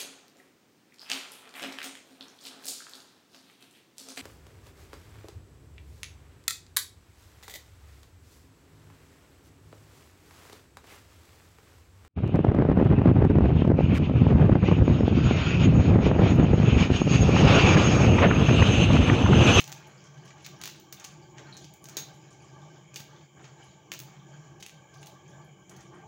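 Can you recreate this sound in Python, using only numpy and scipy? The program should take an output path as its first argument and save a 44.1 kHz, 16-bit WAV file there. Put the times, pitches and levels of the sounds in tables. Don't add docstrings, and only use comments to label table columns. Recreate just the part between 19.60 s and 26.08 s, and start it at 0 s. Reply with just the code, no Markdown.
import sys
import numpy as np
from scipy import signal
from scipy.fft import rfft, irfft
from scipy.io import wavfile
from scipy.ndimage import uniform_filter1d

SR = 44100
rng = np.random.default_rng(int(sys.argv[2]) if len(sys.argv) > 2 else 0)


def file_out(sig):
    cols = np.atleast_2d(sig).T
    lim = np.clip(cols, -1, 1)
    pcm = np.round(lim * 32767).astype(np.int16)
    wavfile.write(sys.argv[1], SR, pcm)


N = 285723
TIME = np.arange(N) / SR

# frequency in Hz, time to decay by 60 dB in seconds.
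ROOM_T60 = [(200, 0.55), (1300, 0.043), (3500, 0.45), (7000, 0.3), (10000, 0.27), (15800, 0.26),
            (16500, 0.078)]
# frequency in Hz, spectral density in dB.
HISS_SPECTRUM = [(25, -100), (60, -107), (110, -89), (250, -99.5), (500, -94), (1000, -104), (1900, -111),
                 (2650, -109), (3300, -107), (3900, -118), (4800, -116), (6000, -107), (6600, -106),
                 (7050, -103), (7500, -110), (8000, -125), (10000, -128), (13800, -129), (15100, -118),
                 (15700, -118), (16050, -145)]
# frequency in Hz, nominal width in Hz, relative level in dB.
DRONE_MODES = [(85.4, 34, 3), (89.3, 6.6, 5), (186.5, 14.3, 14.5), (211.3, 7.4, 8.5), (346.5, 61, 16.5),
               (437.5, 19, 10)]
HOLLOW_MODES = [(571, 55, -1), (640.4, 63, 0.5), (788, 58, 2.5), (870, 71, 4.5), (1065, 35, 3),
                (1150.6, 62, 9.5), (1567.5, 42, 0), (1672, 99, -3.5)]
AIRY_MODES = [(2260, 237, 1), (2980, 75, -1.5), (3184, 193, -1), (6880, 490, -1.5)]
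# time in seconds, level in dB.
DRONE_DRIFT = [(0, -56), (1.1, -55.5), (1.9, -53.5), (2.9, -56), (3.6, -57), (4.6, -57), (5.5, -55.5),
               (6.48, -53)]
# centre in seconds, half width in seconds,
# change of the low hum in dB, change of the hollow part in dB.
HUM_DIPS = [(.14, 0.065, 3, 5), (.62, 0.063, 5.5, 1.5), (.95, 0.031, 7.5, 3), (1.24, 0.12, -5, -1.5),
            (1.44, 0.038, -16, 3.5), (1.58, 0.042, 2.5, 0), (1.81, 0.061, 3, 5), (2.18, 0.04, -16, -5),
            (2.5, 0.04, 2.5, 4.5), (3.02, 0.11, 2, 4), (3.29, 0.046, -7, -4.5), (3.69, 0.043, -10, -10),
            (3.86, 0.045, 3, -5), (4.0, 0.018, 3.5, 6), (4.21, 0.11, -7.5, -5), (4.42, 0.028, 4, -0.5),
            (4.78, .1, 5, 3.5), (5.08, 0.029, -25, -5), (5.26, 0.043, -6, -3.5), (5.45, 0.13, 0, 2.5),
            (5.63, 0.039, -9, 0), (5.75, 0.065, 6, 7), (5.94, 0.041, -1.5, -8), (6.07, .025, -4, -9),
            (6.39, 0.086, 2, 4)]
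# start in seconds, length in seconds,
# gain of the fine slips in dB, gain of the dull drag in dB.
HAND_STROKES = [(0, 0.22, -62.5, -59), (0.236, 0.19, -67, -65), (0.382, 0.14, -64.5, -65.5),
                (0.59, 0.064, -65, -64), (0.746, 0.17, -60, -60), (0.983, 0.13, -55.5, -55),
                (1.342, 0.14, -60.5, -59.5), (1.576, 0.085, -69.5, -70), (1.74, 0.16, -64, -59.5),
                (1.925, 0.09, -61, -66), (2.282, 0.22, -62.5, -60.5), (2.61, 0.29, -66, -72),
                (2.977, 0.23, -68.5, -72), (3.322, 0.065, -57, -66), (3.462, 0.13, -68, -67.5),
                (3.764, 0.11, -64.5, -61.5), (3.97, 0.044, -60, -60), (4.294, 0.24, -64.5, -63),
                (4.654, 0.21, -68, -64), (5.008, 0.048, -63, -81), (5.297, 0.17, -66, -77),
                (5.65, 0.044, -64.5, -65), (6.091, 0.061, -61.5, -57.5), (6.29, 0.075, -70, -61)]
# frequency in Hz, relative density in dB.
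SLIP_SPECTRUM = [(600, -44), (1500, 6), (2400, 7), (4300, 3), (5200, 7), (6500, 9.5), (7400, -2),
                 (8300, -53), (13600, -45), (15000, -21), (16000, -18)]
DRAG_SPECTRUM = [(50, -6), (200, 1.5), (480, -5.5), (900, -1.5), (1350, 1.5), (1620, -1.5), (1950, -3.5),
                 (2400, -7.5), (3300, -18.5), (6000, -49)]
# start in seconds, level in dB, pitch in Hz, length in seconds.
LEAF_BRUSHES = [(0.262, -82, 10500, .03), (0.429, -67, 5830, 0.055), (0.58, -72, 4770, 0.014),
                (0.641, -69, 5900, 0.065), (0.643, -84, 10000, .025), (0.768, -76, 6740, 0.032),
                (.815, -78, 9700, 0.016), (0.982, -81, 9800, .02), (1.152, -76, 8500, 0.021),
                (1.508, -81, 9200, 0.021), (1.923, -80, 9200, 0.045), (2.005, -80, 9500, 0.03),
                (2.037, -70, 4360, 0.025), (2.218, -79, 10300, .02), (2.531, -71, 6400, 0.016),
                (2.534, -80, 11500, 0.023), (2.696, -68, 6400, 0.051), (2.81, -84, 9700, 0.024),
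                (3.777, -87, 8500, 0.091), (4.01, -81, 9800, 0.042), (5.362, -86, 10400, 0.02),
                (5.408, -75, 9000, 0.015), (5.685, -86, 9900, 0.035), (5.836, -80.5, 11600, 0.022),
                (6.093, -79, 10400, 0.037), (6.191, -83, 9300, .05), (6.324, -84, 8800, 0.038)]
STALK_SQUEAKS = [(0.236, -61, 2430, 0.01), (1.923, -50, 4030, 0.0096), (1.937, -68, 4000, 0.018),
                 (3.836, -69, 3900, 0.0062), (5.815, -73, 4470, 0.0086), (6.466, -67, 3880, 0.012)]
# start in seconds, level in dB, pitch in Hz,
# top-octave sheen in dB, rise time in seconds.
LEAF_TOUCHES = [(.268, -54.5, 2800, 5, .004), (.572, -55, 3300, -13, 0.0048), (.652, -55, 4500, 3, .003),
                (.675, -50, 2800, -14, 0.0049), (.805, -53, 2900, -14, 0.0039),
                (.843, -39, 4200, -6, 0.0065), (1.768, -50, 3000, -14, 0.0083),
                (1.789, -47, 3500, -11, 0.0055), (2.042, -45, 4000, -0.5, 0.0036),
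                (4.998, -47, 4000, 1, 0.0065), (5.338, -52.5, 4600, -1, 0.0053),
                (5.369, -62, 5500, 5, .003), (5.414, -62, 4800, 5, 0.0049), (5.427, -44.5, 3280, -2, .002),
                (6.161, -51, 4800, 5, 0.0051), (6.204, -50, 7000, -6, 0.0044)]
# ratio to the pitch, relative level in dB.
BASIN_MODES = [(.78, -18), (1, -6), (1.27, -12.5), (1.9, -14), (2.9, -25)]
# start in seconds, gain in dB, pitch in Hz, T60 at that pitch in seconds.
BASIN_BLOWS = [(2.369, -23, 456, 0.015), (3.402, -41, 173, 0.046), (4.392, -59, 186, 0.1),
               (4.403, -55, 173, 0.065)]
# frequency in Hz, relative level in dB, T60 in seconds.
BLADE_MODES = [(3624, -13, 0.15), (3735, -8, 0.072), (3800, -13, .055), (4020, -3.5, 0.046),
               (4330, -6, .03), (4800, -2.5, 0.02), (5500, 0, 0.012), (6600, -5.5, .11), (6150, -15, 0.15),
               (6595, 2.5, 0.03)]
# start in seconds, gain in dB.
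BLADE_KNOCKS = [(2.3690, -30.5)]
# frequency in Hz, relative density in dB.
CRACK_SPECTRUM = [(50, -21), (150, -9.5), (500, -6.5), (1000, -6.5), (1700, -3), (2600, -1.5), (3800, -6),
                  (5200, -6), (6500, 2), (7300, -4.5), (8300, -11.5), (13600, -17), (14800, -3),
                  (15800, -4), (16200, -32), (16900, -26)]
# start in seconds, level in dB, pitch in Hz, fleshy body in dB,
# top-octave sheen in dB, glassy edge in dB, time scale of the tear in seconds.
STALK_CRACKS = [(.0038, -30, 3450, -6, 1, 1, 0.00055), (.0153, -36.5, 2870, 1, -2, -1, 0.0011),
                (.0415, -38.5, 6330, -2, -1, -3, 0.00021), (.0774, -39, 3970, -4, -1, 2, .0003),
                (.095, -45, 3120, -5, 3, 4, 0.00035), (.1189, -38, 5600, 1, 0, -2, 0.00027),
                (.1258, -35, 3840, 2, 1.5, -1, 0.00027), (.705, -46, 2350, 4, -23, -7, .0015),
                (.8637, -36, 3650, 1, -2, 3, 0.00063), (1.0144, -37, 4100, -8, 3, -6, 0.00076),
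                (1.0225, -45, 3500, -6, -6, -4, 0.00056), (1.037, -31.5, 4000, 1, 2, -3, .0009),
                (1.0452, -39, 3600, -10, -3, -4, .0007), (1.0562, -33, 4000, 4, 5, -2, .0005),
                (1.064, -42, 3500, -8, -2, -3, .0008), (1.0755, -34.5, 4400, 4, 3, -1, .0009),
                (1.087, -48, 3300, 3, -4, -3, .0008), (1.099, -44, 3800, 0, 2, 0, 0.00064),
                (1.199, -49, 6200, -5, 4, 9, .0008), (1.3257, -34.5, 5030, -1, 2.5, 4, 0.0016),
                (1.343, -47, 5000, -1, 5, 1, .0004), (1.3985, -42.5, 6650, -1, -2, -6, .0012),
                (1.4423, -39, 3760, -1, 5, -4, .0023), (1.4472, -35.5, 5900, -4, -0.5, -7, 0.0013),
                (1.7827, -42, 2100, 0, -23, -12, 0.00058), (1.9683, -44, 6500, -13, -2, -8, 0.00049),
                (1.974, -43, 6660, -10, -6, 3, .0009), (2.1385, -49.5, 7500, -8, 5, 4, .0003),
                (2.2419, -43.5, 6740, -11, 9, -3, .0006), (2.2556, -43, 5370, -3, -8, 0, 0.00066),
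                (2.2868, -42, 5770, 5, 5, -1, .001), (2.2945, -42.5, 6160, -7, 2, -3, 0.0016),
                (2.3688, -31, 6000, -2, 15, 0.5, 0.0014), (2.3703, -34, 4140, -8, -5, 0, .0008),
                (2.3733, -33.5, 6300, -5, -5, 3, 0.00073), (2.3767, -35.5, 3950, 5.5, -11, -2, .0012),
                (2.3864, -35.5, 4800, -1, 2, 3, .0018), (2.3975, -39, 3700, -4, 9, 2, 0.00064),
                (3.3424, -43.5, 6100, -13, -1, -3, 0.00076), (3.3591, -33, 4030, -8, 2, -5, 0.0013),
                (3.3615, -35.5, 2680, -8, -14, -2, 0.0016), (3.3715, -42, 5200, -4, 7, 2, .001),
                (3.3978, -46, 3700, 1, 10, 1, .0008), (3.403, -41.5, 4020, 3, 4, -3, 0.0011),
                (3.8427, -48, 2900, -1, -18, -6, 0.00073), (3.8515, -51, 4200, -1, -14, -6, .0015),
                (4.3178, -29, 2470, -1.5, -5, 1, .0007), (4.3202, -42, 1100, 0, -10, 0, .0008),
                (4.327, -38, 3600, -2, 3, 0, .001), (4.3372, -37.5, 4200, 1, 3, 1, .0012),
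                (4.3455, -41.5, 1200, -3, -4, 0, 0.0017), (4.391, -38, 5600, -4, 6, 6, .0006),
                (4.4013, -37.5, 4000, -2, 9.5, -1, 0.00047), (5.0261, -37, 3040, -6, -0.5, -9, .0011),
                (5.0335, -47, 3300, -7, -8, -6, 0.0018), (5.0636, -39, 2820, -5, 6.5, -9, 0.00033),
                (5.0951, -46, 2950, -2, -1, -6, 0.00024), (5.46, -50, 6600, -6, 10, -7, 0.00079),
                (5.4694, -43.5, 4220, -2, 6, -2, .0016), (6.0953, -46, 7800, -23, 1, -8, 0.0011)]


def amp(db):
    return 10 ** (np.asarray(db) / 20)


def unit(x):
    return x / np.sqrt(np.mean(x ** 2) + 1e-24)


def at_level(sound, level_db, hold_s=0.0017):
    return amp(level_db) * sound * np.sqrt(hold_s * SR / np.sum(sound ** 2))


def read(points, hz):
    f, value = np.transpose(points)
    return np.interp(np.log(hz + 1), np.log(f + 1), value)


def add(mix, start, sound):
    part = mix[max(round(start * SR), 0):][:len(sound)]
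    part += sound[:len(part)]


def noise(gain):
    return irfft(rfft(rng.standard_normal(N)) * gain(np.fft.rfftfreq(N, 1 / SR)), N)


def wander(rate_hz):
    knots = rng.standard_normal(2048)
    return unit(np.interp(2 * rate_hz * TIME, np.arange(len(knots)), knots))


def click(colour, size=1024):
    log_gain = np.log(amp(colour(abs(np.fft.fftfreq(size, 1 / SR)))))
    return np.fft.ifft(np.exp(np.conj(signal.hilbert(log_gain)))).real


def kitchen(x, early_db=-6, early_fade_s=0.0066, build_s=0.0003, echoes=14, taps_per_s=5000):
    t = np.arange(SR * 3 // 4) / SR
    taps = rng.choice([-1., 1.], len(t)) * (rng.random(len(t)) < taps_per_s / SR)
    taps *= 1 - np.exp(-(t / build_s) ** 2)
    hz, age, spectra = signal.stft(taps, SR, nperseg=256)
    decay = np.exp(-np.log(1000) * age / read(ROOM_T60, hz)[:, None])
    tail = signal.istft(spectra * decay, SR, nperseg=256)[1]
    delays = np.geomspace(.003, .028, echoes) * rng.uniform(0.82, 1.2, echoes)
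    early = np.zeros(len(tail))
    early[(delays * SR).astype(int)] = rng.choice([-1, 1], echoes) * np.exp(-delays / early_fade_s / 2)
    response = tail / np.linalg.norm(tail) + amp(early_db) * early / np.linalg.norm(early)
    return signal.oaconvolve(x, response)[:N]


def wall(x, delay_s=0.001301, reflection=0.45):
    return (x + reflection * np.interp(TIME - delay_s, TIME, x)) / np.sqrt(1 + reflection ** 2)


def hum_dips():
    return sum(np.outer(changes_db, np.exp(-((TIME - centre) / width) ** 2))
               for centre, width, *changes_db in HUM_DIPS)


def air(dip_share=0.15, patch_db=2.1, patch_bins=7, patch_frames=24):
    spectra = signal.stft(noise(lambda f: amp(read(HISS_SPECTRUM, f))), nperseg=512)[2]
    patches = uniform_filter1d(rng.standard_normal(spectra.shape), patch_bins, axis=0)
    patches = unit(uniform_filter1d(patches, patch_frames, axis=1))
    hiss = signal.istft(spectra * amp(patch_db * patches), nperseg=512)[1][:N]
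    return np.sqrt(SR / 2) * hiss * amp(dip_share * hum_dips()[1])


def resonance(hz, width_hz):
    pole = np.exp((2j * np.pi * hz - np.pi * width_hz) / SR)
    return unit(signal.lfilter([1], np.poly([pole, pole]), rng.standard_normal(N)).real)


def ringing(modes, flutter_db, flutter_hz):
    return unit(sum(resonance(hz, 1.274 * width) * np.sqrt(width)
                    * amp(db + flutter_db * np.tanh(wander(flutter_hz))) for hz, width, db in modes))


def machine(throb_hz=142, throb_width_hz=28, throb_db=-56.3, hollow_db=-60, airy_db=-67):
    band = noise(lambda f: 1 / (1 + ((f - throb_hz) / throb_width_hz * 2) ** 6) ** .5)
    analytic = signal.hilbert(unit(band))
    throb = unit(analytic.real / (abs(analytic) + 0.11) ** 0.18)
    drone = ringing(DRONE_MODES, flutter_db=4.0, flutter_hz=11)
    hollow = ringing(HOLLOW_MODES, flutter_db=5.5, flutter_hz=16)
    waver_db = 0.8 * wander(11)
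    low_dip_db, hollow_dip_db = hum_dips()
    drift_db = np.interp(TIME, *np.transpose(DRONE_DRIFT))
    return (throb * amp(throb_db + low_dip_db)
            + drone * amp(drift_db + 0.3 * low_dip_db + waver_db)
            + hollow * amp(hollow_db + hollow_dip_db + waver_db)
            + ringing(AIRY_MODES, flutter_db=4.0, flutter_hz=14) * amp(airy_db))


def hand_strokes(rise_s=0.034, release_s=0.075, held_slip_db=-82.5, held_drag_db=-84):
    power = amp([[held_slip_db], [held_drag_db]]) ** 2 * np.ones(N)
    for start, length, slip_db, drag_db in HAND_STROKES:
        grip = np.clip((TIME - start) / rise_s, 0, 1)
        settle = np.exp(-np.clip((TIME - start - length) / release_s, 0, 20))
        power += (amp([[slip_db], [drag_db]]) * grip * settle) ** 2
    return np.sqrt(power)


def slips(colour, per_s, spread_db, clump_db):
    train = (rng.random(N) < per_s / SR) * rng.choice([-1, 1], N)
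    size_db = spread_db * np.minimum(rng.exponential(1, N), 4.5) + clump_db * np.tanh(wander(23))
    return unit(signal.oaconvolve(train * amp(size_db), click(colour))[:N])


def leaves(slip_gain, drag_gain, slip_db=-6.5, drag_db=-3, patch_octaves=0.45):
    patches = np.zeros(N)
    for hz in np.geomspace(1800, 14000, 6):
        def band_db(f):
            return np.maximum(-6 * (np.log2((f + 1) / hz) / patch_octaves) ** 2, -40)
        patches += slips(band_db, per_s=260, spread_db=2.5, clump_db=2.5) * np.sqrt(hz)
    hiss = unit(signal.oaconvolve(patches, click(lambda f: read(SLIP_SPECTRUM, f)))[:N])
    drag = slips(lambda f: read(DRAG_SPECTRUM, f), per_s=1100, spread_db=2, clump_db=8.0)
    return hiss * amp(slip_db) * slip_gain + drag * amp(drag_db) * drag_gain


def crackle(slip_gain, level_db=-7, per_s=55, spread_db=3.0, rise_cycles=4.0, pitches=16):
    out, t = np.zeros(N), np.arange(400) / SR
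    for hz in np.geomspace(2500, 9500, pitches):
        onsets = rng.random(N) < per_s / pitches / SR
        sizes = amp(spread_db * np.minimum(rng.exponential(1, N), 3))
        age = hz * t / rise_cycles
        tick = np.sin(2 * np.pi * hz * t) * age ** 2 * np.exp(-2 * age)
        out += signal.oaconvolve(onsets * sizes, tick * amp(read(SLIP_SPECTRUM, hz) / 2))[:N]
    return unit(out) * amp(level_db) * slip_gain


def grainy_noise(size, grain_db, grain_samples):
    rush, grain = rng.standard_normal((2, size))
    return rush * amp(grain_db * unit(uniform_filter1d(grain, size=grain_samples)))


def brushes(width_hz=3000):
    out = np.zeros(N)
    for start, level_db, hz, length in LEAF_BRUSHES:
        swell = signal.windows.hann(max(int(length * SR), 128))
        rush = grainy_noise(len(swell), grain_db=16.0, grain_samples=70)
        pole = np.exp((2j * np.pi * hz - np.pi * width_hz) / SR)
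        hiss = signal.lfilter([1], np.poly([pole, pole, pole]), rush).real
        add(out, start, amp(level_db) * unit(swell * hiss))
    return out


def squeaks(pitch_waver=0.081):
    out = np.zeros(N)
    for start, level_db, pitch_hz, length in STALK_SQUEAKS:
        swell = signal.windows.hann(max(int(length * SR), 16))
        jitter = unit(uniform_filter1d(rng.standard_normal(len(swell)), size=14))
        phase = 2 * np.pi * np.cumsum(pitch_hz * (1 + pitch_waver * jitter)) / SR
        add(out, start, amp(level_db) * unit(swell * np.sin(phase)))
    return out


def stalk_colour(f, pitch_hz, body_db, sheen_db, edge_db, ring_db=7, ring_octaves=0.68, body_hz=1250):
    ring = ring_db * np.exp(-(np.log2((f + 1) / pitch_hz) / ring_octaves) ** 2)
    flesh = body_db * np.exp(-np.log2((f + 1) / body_hz) ** 2)
    sheen = sheen_db * np.clip((f - 7300) / 1800, 0, 1)
    edge = edge_db * np.clip((f - 11000) / 4000, 0, 1.5)
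    return read(CRACK_SPECTRUM, f) + ring + flesh + sheen + edge


def touches(body_db=-3, edge_db=-4, size=2048):
    out = np.zeros(N)
    for start, level_db, pitch_hz, sheen_db, rise in LEAF_TOUCHES:
        age = np.arange(size) / SR / rise
        rush = grainy_noise(size, grain_db=4, grain_samples=30) * age ** 2 * np.exp(-2 * age)
        leaf = click(lambda f: stalk_colour(f, pitch_hz, body_db, sheen_db, edge_db))
        add(out, start, at_level(signal.fftconvolve(rush, leaf), level_db))
    return out


def basin(rise_s=0.00077):
    out, t = np.zeros(N), np.arange(SR // 2) / SR
    for start, gain_db, pitch_hz, t60 in BASIN_BLOWS:
        ring = sum(amp(db) * np.sin(2 * np.pi * ratio * pitch_hz * t)
                   * np.exp(-np.log(1000) * t * np.sqrt(ratio) / t60) for ratio, db in BASIN_MODES)
        add(out, start, amp(gain_db) * ring * (1 - np.exp(-t / rise_s)))
    return out


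def knife():
    out, t = np.zeros(N), np.arange(SR // 4) / SR
    ring = sum(amp(db) * np.sin(2 * np.pi * (hz * t + rng.random())) * np.exp(-np.log(1000) * t / t60)
               for hz, db, t60 in BLADE_MODES)
    for start, gain_db in BLADE_KNOCKS:
        add(out, start, amp(gain_db) * ring)
    return out


def crack(level_db, pitch_hz, body_db, sheen_db, edge_db, tear_s, hard_db=-42, rush_hz=7000, size=1024):
    fibres = rng.standard_normal(size) * np.exp(-np.arange(size) / SR / (2.4 * tear_s))
    fibres = signal.lfilter(*signal.butter(1, rush_hz, fs=SR), fibres)
    fibres[0] = 1.92 * amp(0.4 * min(level_db - hard_db, 0))
    fibres_db = 10 * np.log10(uniform_filter1d(abs(np.fft.fft(fibres)) ** 2, size=15, mode="wrap"))
    stalk = click(lambda f: stalk_colour(f, pitch_hz, body_db, sheen_db, edge_db) - fibres_db, size)
    return at_level(signal.fftconvolve(fibres, stalk), level_db)


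def stalks(places=4, after_db=-16, max_wait_s=0.0187, scatter_octaves=0.49, room_db=-4.5, firm_db=-46.5):
    direct, to_room = np.zeros(N), np.zeros((places, N))
    for k, (start, level_db, pitch_hz, body_db, sheen_db, edge_db, tear_s) in enumerate(STALK_CRACKS):
        waits = np.cumsum(rng.uniform(0, max_wait_s, 2))
        shifts = scatter_octaves * rng.standard_normal(2)
        followers = [(wait, after_db, octaves) for wait, octaves in zip(waits, shifts)]
        room_gain = amp(room_db + 0.086 * (firm_db - level_db))
        for wait, under_db, octaves in [(0.00016, 0, 0)] + followers:
            sound = crack(level_db + under_db, pitch_hz * 2 ** octaves, body_db, sheen_db, edge_db, tear_s)
            add(direct, start + wait, sound)
            add(to_room[k % places], start + wait, sound * room_gain)
    return direct, to_room


def scene(rustle_room_db=1, touch_room_db=-3, basin_room_db=-3, knife_room_db=-6):
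    cracks, cracks_to_room = stalks()
    slip_gain, drag_gain = hand_strokes()
    rustle = leaves(slip_gain, drag_gain) + crackle(slip_gain) + brushes() + squeaks()
    folds, thuds, clink = touches(), basin(), knife()
    room = sum(kitchen(place) for place in cracks_to_room)
    room += kitchen(amp(rustle_room_db) * rustle + amp(touch_room_db) * folds
                    + amp(basin_room_db) * thuds + amp(knife_room_db) * clink)
    return (cracks + rustle + folds + thuds + clink + room + wall(machine()) + air())[None]


def record(dry, low_cut_hz=62, high_cut_hz=16900):
    thin = signal.sosfilt(signal.butter(3, low_cut_hz, "high", fs=SR, output="sos"), dry)
    low_pass = signal.firwin(255, high_cut_hz, window=("kaiser", 9), fs=SR)
    return signal.oaconvolve(thin, low_pass[None], "same")


dry = scene()
out = record(dry)
file_out(out)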